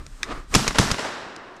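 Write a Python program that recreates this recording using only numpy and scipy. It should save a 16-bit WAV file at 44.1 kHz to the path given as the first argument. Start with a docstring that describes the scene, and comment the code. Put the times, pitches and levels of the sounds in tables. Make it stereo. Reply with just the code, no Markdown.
"""A woodland track: two quick shots from a self-loading shotgun, heard from just behind the gun.
The safety clicks off and a coat rustles as the gun comes up. Each blast overloads the microphone,
booms off the ground, hisses back from the leaves and rolls away through the trees;
the bolt slams shut an eighth of a second after it."""
import sys
import numpy as np
from scipy import signal
from scipy.fft import rfft, irfft
from scipy.io import wavfile

SR = 44100
rng = np.random.default_rng(int(sys.argv[2]) if len(sys.argv) > 2 else 0)


def wav_out(sig):
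    """Save sig, one row per channel (or a flat mono array), as 16-bit PCM at SR to the path in sys.argv[1]."""
    wavfile.write(sys.argv[1], SR, np.round(np.clip(np.atleast_2d(sig).T, -1, 1) * 32767).astype(np.int16))


N = 70560
TIME_S = np.arange(N) / SR
BINS_HZ = np.maximum(np.arange(N // 2 + 1) * SR / N, 1)
DIFFUSE_CORRELATION = 0.84   # left-right
GROUND_DELAY_S = 0.0121


def from_db(db):
    """Decibels to gain."""
    return 10 ** (np.asarray(db) / 20)


def at_hz(points, hz, column=1):
    """One table column, interpolated over log frequency."""
    table = np.array(points)
    return np.interp(np.log(hz), np.log(table[:, 0]), table[:, column])


def level(points):
    """A dB curve as gain per sample."""
    return from_db(np.interp(TIME_S, *np.transpose(points)))


def later(x, delay_s):
    """Delay, zero-padded."""
    lag = int(np.clip(delay_s * SR, 0, N - 1))
    return np.concatenate([np.zeros_like(x[..., :lag]), x[..., :N - lag]], axis=-1)


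def white(correlation):
    """Stereo white noise of given left-right correlation."""
    mid, side = rng.standard_normal((2, N))
    return np.sqrt((1 + correlation) / 2) * mid + np.sqrt((1 - correlation) / 2) * np.array([side, -side])


def noise(spectrum, correlation, tilt_db_per_oct=0, envelope=1):
    """Enveloped stereo noise through a minimum-phase filter of unit power gain."""
    gain = from_db(at_hz(spectrum, BINS_HZ) + tilt_db_per_oct * np.log2(BINS_HZ))
    cepstrum = irfft(np.log(gain / np.sqrt(np.mean(gain ** 2))), N)
    causal = np.concatenate([cepstrum[:1], 2 * cepstrum[1:N // 2]])
    response = np.exp(rfft(causal, N))
    return irfft(rfft(white(correlation) * envelope) * response, N)


def decay(t60_s, hold_s=0):
    """Envelope: holds, then falls 60 dB in t60_s."""
    return np.exp(-np.minimum(np.log(1000) * np.maximum(TIME_S - hold_s, 0) / t60_s, 40))


def ring(modes):
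    """Damped sines struck at time zero."""
    return sum(from_db(db) * np.sin(2 * np.pi * hz * TIME_S) * decay(t60_s) for hz, db, t60_s in modes)


def forest():
    """Faint steady hush of the forest."""
    # (frequency [Hz], relative density [dB])
    spectrum = [(50, 0), (300, -4.5), (800, -20), (1300, -2.5), (2500, -16), (5500, -17), (9000, -35),
                (15000, -56)]
    return from_db(-57) * noise(spectrum, DIFFUSE_CORRELATION)


def buffet():
    """Air moving over the microphone rumbles."""
    # (time [s], level [dB])
    gusts = [(0, -36), (.2, -42.5), (.36, -35.5), (.47, -45.5), (.55, -26), (.62, -37.5), (.92, -34),
             (1.02, -67.5), (1.6, -66)]
    # (frequency [Hz], relative density [dB])
    spectrum = [(8, -20.5), (28, 0), (60, -13.5), (130, -20.5), (300, -31.5), (1000, -68)]
    return level(gusts) * noise(spectrum, correlation=0.75)


def coat():
    """The sleeve rubs as the gun is raised."""
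    # (time [s], level [dB])
    sleeve = [(0, -45), (.06, -59), (.19, -56.5), (.245, -42.5), (.275, -38.5), (.32, -27.5), (.342, -37.5),
              (.38, -39.5), (.44, -52.5), (.5, -59.5), (.54, -27.5), (.57, -55.5)]
    # (frequency [Hz], relative density [dB])
    cloth = [(60, -0.5), (160, -8.5), (300, 4), (600, -4), (950, -5.5), (1170, 3.5), (1380, -4),
             (1900, -7.5), (2800, -13.5), (5000, -19.5), (9000, -33.5), (15000, -66)]
    return level(sleeve) * noise(cloth, correlation=0.98)


def bright_hiss():
    """Faint hiss with an insect-like peak near 8.8 kHz; swells briefly just before the first shot."""
    # (time [s], level [dB])
    swell = [(0, -58.5), (.2, -53), (.38, -53), (.47, -63.5), (.54, -35), (.6, -68), (1.6, -69.5)]
    # (frequency [Hz], relative density [dB])
    spectrum = [(500, 0), (1500, 0.5), (2500, -2), (5000, -3), (8800, -1.5), (10000, -12.5), (13000, -14.5),
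                (15000, -33)]
    return level(swell) * noise(spectrum, correlation=0.37)


def action():
    """Hammer, bolt and small rattles: steel parts chatter briefly, then settle."""
    # (time [s], level [dB], t60 [s])
    clacks = [(0.0649, -36, 0.0078), (.5410, -14.5, 0.019), (0.6784, -13.5, 0.032), (.9140, -15, .028),
              (1.3626, -34.5, 0.011), (1.5648, -48.5, 0.037)]
    # (frequency [Hz], relative density [dB])
    steel = [(100, -8), (450, -6), (1100, -6), (2200, -2.5), (2900, -7.5), (4200, -5.5), (5600, -3),
             (7100, -7), (8200, -13), (11000, -20.5), (15500, -49.5)]
    out = 0
    for at_s, db, t60_s in clacks:
        clack = noise(steel, correlation=0.84, envelope=decay(t60_s, hold_s=0.0016))
        out = out + later(from_db(db) * clack, at_s)
    return out


def safety():
    """The safety slides over and snaps home; its catch rings as it seats."""
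    # (time [s], level [dB], t60 [s])
    snaps = [(0.2311, -20.5, 0.011), (0.2314, -16, 0.0086), (0.2307, -29.5, 0.0071), (0.2376, -34.5, 0.078)]
    # (frequency [Hz], relative density [dB])
    spectrum = [(100, -58), (600, -25), (1000, -16), (1250, 3.5), (1420, -25), (1720, 1.5), (2050, -1.5),
                (2450, -5.5), (3000, -19), (3650, -1), (4400, -11), (5300, -6), (7500, -13), (9000, -21),
                (12000, -32), (15500, -45)]
    # (frequency [Hz], level [dB], t60 [s])
    catch_modes = [(1680, -15, 0.016), (2390, -18.5, 0.012), (3600, -16, 0.0092)]
    envelope = sum(later(from_db(db) * decay(t60_s), at_s) for at_s, db, t60_s in snaps)
    catch = signal.sosfilt(signal.butter(2, 1300, "high", fs=SR, output="sos"), ring(catch_modes))
    return noise(spectrum, correlation=0.87, envelope=envelope) + later(catch, delay_s=0.2311)


def jolts():
    """Jolts of the gun shake the microphone."""
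    # (time [s], level [dB], frequency [Hz], t60 [s])
    thumps = [(.377, -26.5, 29.7, 0.26), (0.683, -17, 29.7, 0.13), (0.9171, -11, 133, 0.0264),
              (.922, -28, 29.2, .12), (1.372, -35, 350, 0.056)]
    return sum(later(ring([(hz, db, t60_s)]), at_s) for at_s, db, hz, t60_s in thumps)


def shock(length_s=0.00086):
    """N-shaped pressure front."""
    return (1 - 2 * TIME_S / length_s) * (TIME_S < length_s)


def crack(tilt_db_per_oct):
    """Shock front plus a noise burst, strongest in its first instant."""
    # (frequency [Hz], relative density [dB])
    spectrum = [(60, 0.5), (130, -4.5), (300, 1.5), (460, -6), (650, -12.5), (1250, -0.5), (2000, -8.5),
                (3200, -6), (6500, -8.5), (10000, -17.5), (16000, -38)]
    envelope = decay(t60_s=0.02, hold_s=0.0062) + from_db(-1.5) * decay(t60_s=0.011)
    burst = noise(spectrum, correlation=0.75, tilt_db_per_oct=tilt_db_per_oct, envelope=envelope)
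    return burst + from_db(1) * shock()


def pressure_wave():
    """Low-pressure trough behind the front, dulled slap off the ground, low boom."""
    # (frequency [Hz], level [dB], t60 [s])
    boom_modes = [(173, -8.5, 0.057), (131, -16, 0.12), (325, -19, 0.081)]
    trough_at_s, trough_sigma_s, right_lag_s = 0.0084, 0.00052, 0.00034
    trough = -from_db(-12.5) * np.exp(-0.5 * ((TIME_S - trough_at_s) / trough_sigma_s) ** 2)
    slap = signal.sosfilt(signal.butter(2, 4500, fs=SR, output="sos"), shock() + 1e-18)
    low = trough + later(ring(boom_modes), delay_s=0.01294)
    return later(from_db(-10) * slap, GROUND_DELAY_S) + np.array([low, later(low, right_lag_s)])


def litter_spray():
    """Bright reflections from the litter at the shooter's feet."""
    # (frequency [Hz], relative density [dB])
    spectrum = [(100, -1.5), (500, -7.5), (1200, -4), (2300, -0.5), (6500, 0), (8500, -3), (12000, -22),
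                (15000, -39.5)]
    spray = noise(spectrum, correlation=0.75, envelope=decay(t60_s=0.12))
    return from_db(-19.5) * later(spray, GROUND_DELAY_S)


def reflectors(spread_db):
    """Dense reflections of uneven strength, redrawn each millisecond."""
    sizes = from_db(spread_db * np.interp(TIME_S * 1000, np.arange(2000), rng.standard_normal(2000)))
    return white(DIFFUSE_CORRELATION) * sizes / np.sqrt(np.mean(sizes ** 2))


def scatter(bands, paths, rise_s):
    """Reflections split into half-octave bands, each with its own decay."""
    edges_hz = np.geomspace(28, 16000, 20)
    spectrum, colour = rfft(paths), from_db(at_hz(bands, BINS_HZ))
    out, power = 0, 0
    for low_hz, high_hz in zip(edges_hz, edges_hz[1:]):
        gain = colour * (BINS_HZ >= low_hz) * (BINS_HZ < high_hz)
        t60_s = at_hz(bands, np.sqrt(low_hz * high_hz), column=2)
        out = out + irfft(spectrum * gain, N) * decay(t60_s)
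        power += np.mean(gain ** 2)
    return out / np.sqrt(power) * np.minimum(TIME_S / rise_s, 1)


def leaf_hiss(paths):
    """Early scatter from nearby leaves."""
    # (frequency [Hz], relative density [dB], t60 [s])
    bands = [(40, -1.5, 0.35), (87.4, -2, 0.75), (154, 7, .6), (271, 3, 0.68), (450, -7.5, 0.47),
             (1130, -4.5, 1), (2370, -10.5, 1), (5550, -9.5, 0.91), (7820, -13.5, 0.68),
             (12240, -24.5, 0.67), (15300, -46, 0.74)]
    return from_db(-21.5) * later(scatter(bands, paths, rise_s=0.016), delay_s=0.012)


def trunk_echoes():
    """Distinct echoes from trunks and the bank."""
    # (delay [s], level [dB], t60 [s])
    echoes = [(.043, -20, 0.037), (.095, -19.5, 0.018), (0.1187, -20, 0.05), (0.158, -20, 0.031),
              (.198, -23.5, 0.06), (0.2072, -20, .05), (.263, -27, 0.2)]
    # (frequency [Hz], relative density [dB])
    spectrum = [(40, -19.5), (130, 0), (250, 1.5), (700, 5.5), (1400, -1.5), (2500, -5), (5000, -13),
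                (9000, -20.5), (15000, -52)]
    return sum(later(from_db(db) * noise(spectrum, DIFFUSE_CORRELATION, envelope=decay(t60_s)), delay_s)
               for delay_s, db, t60_s in echoes)


def woods_roll(paths):
    """Late, long scatter from the far woods, slightly left."""
    # (frequency [Hz], relative density [dB], t60 [s])
    bands = [(40, -11.5, 1.3), (145, -10.5, 2.7), (260, -5, 3.4), (915, -2.5, 2.55), (1810, -1.5, 1.9),
             (2280, -9, 1.9), (5200, -9.5, 1.07), (8300, -16.5, 0.82), (10700, -25.5, 0.66),
             (15000, -53, 0.73)]
    pan = from_db([[0.9], [-0.9]])
    return from_db(-28.5) * pan * later(scatter(bands, paths, rise_s=0.031), delay_s=0.19)


def shots():
    """Each shot: crack and pressure wave, then the same litter, leaves, trunks and woods answer."""
    # (time [s], crack gain [dB], wave gain [dB], echo gain [dB], crack tilt [dB/octave])
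    blasts = [(0.5495, -10, 0, -0.2, 0.6), (0.7851, -9.5, 1.1, -0.88, -1.04)]
    shared_fraction = 0.61   # of scatter power, common to both shots
    shared_paths = np.sqrt(shared_fraction) * reflectors(spread_db=1.5)
    trunks, wave = trunk_echoes(), pressure_wave()
    out = 0
    for at_s, crack_db, wave_db, echo_db, tilt_db_per_oct in blasts:
        direct = from_db(crack_db) * crack(tilt_db_per_oct) + from_db(wave_db) * wave
        paths = shared_paths + np.sqrt(1 - shared_fraction) * reflectors(spread_db=0.5)
        far_paths = paths[:, ::-1]   # reversed: uncorrelated with the leaves
        echoes = litter_spray() + leaf_hiss(paths) + trunks + woods_roll(far_paths)
        out = out + later(direct + from_db(echo_db) * echoes, at_s)
    return out


def scene():
    """Stereo sum at the microphone."""
    return shots() + action() + safety() + jolts() + coat() + bright_hiss() + buffet() + forest()


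def record(dry):
    """Microphone overload flattens the peaks; a steep low-pass cuts the top."""
    ceiling, stopband_hz = 0.99, 16100
    flattened = dry / (1 + (dry / ceiling) ** 4) ** 0.25
    return signal.sosfilt(signal.cheby2(12, 70, stopband_hz, fs=SR, output="sos"), flattened)


dry = scene()
out = record(dry)
wav_out(out)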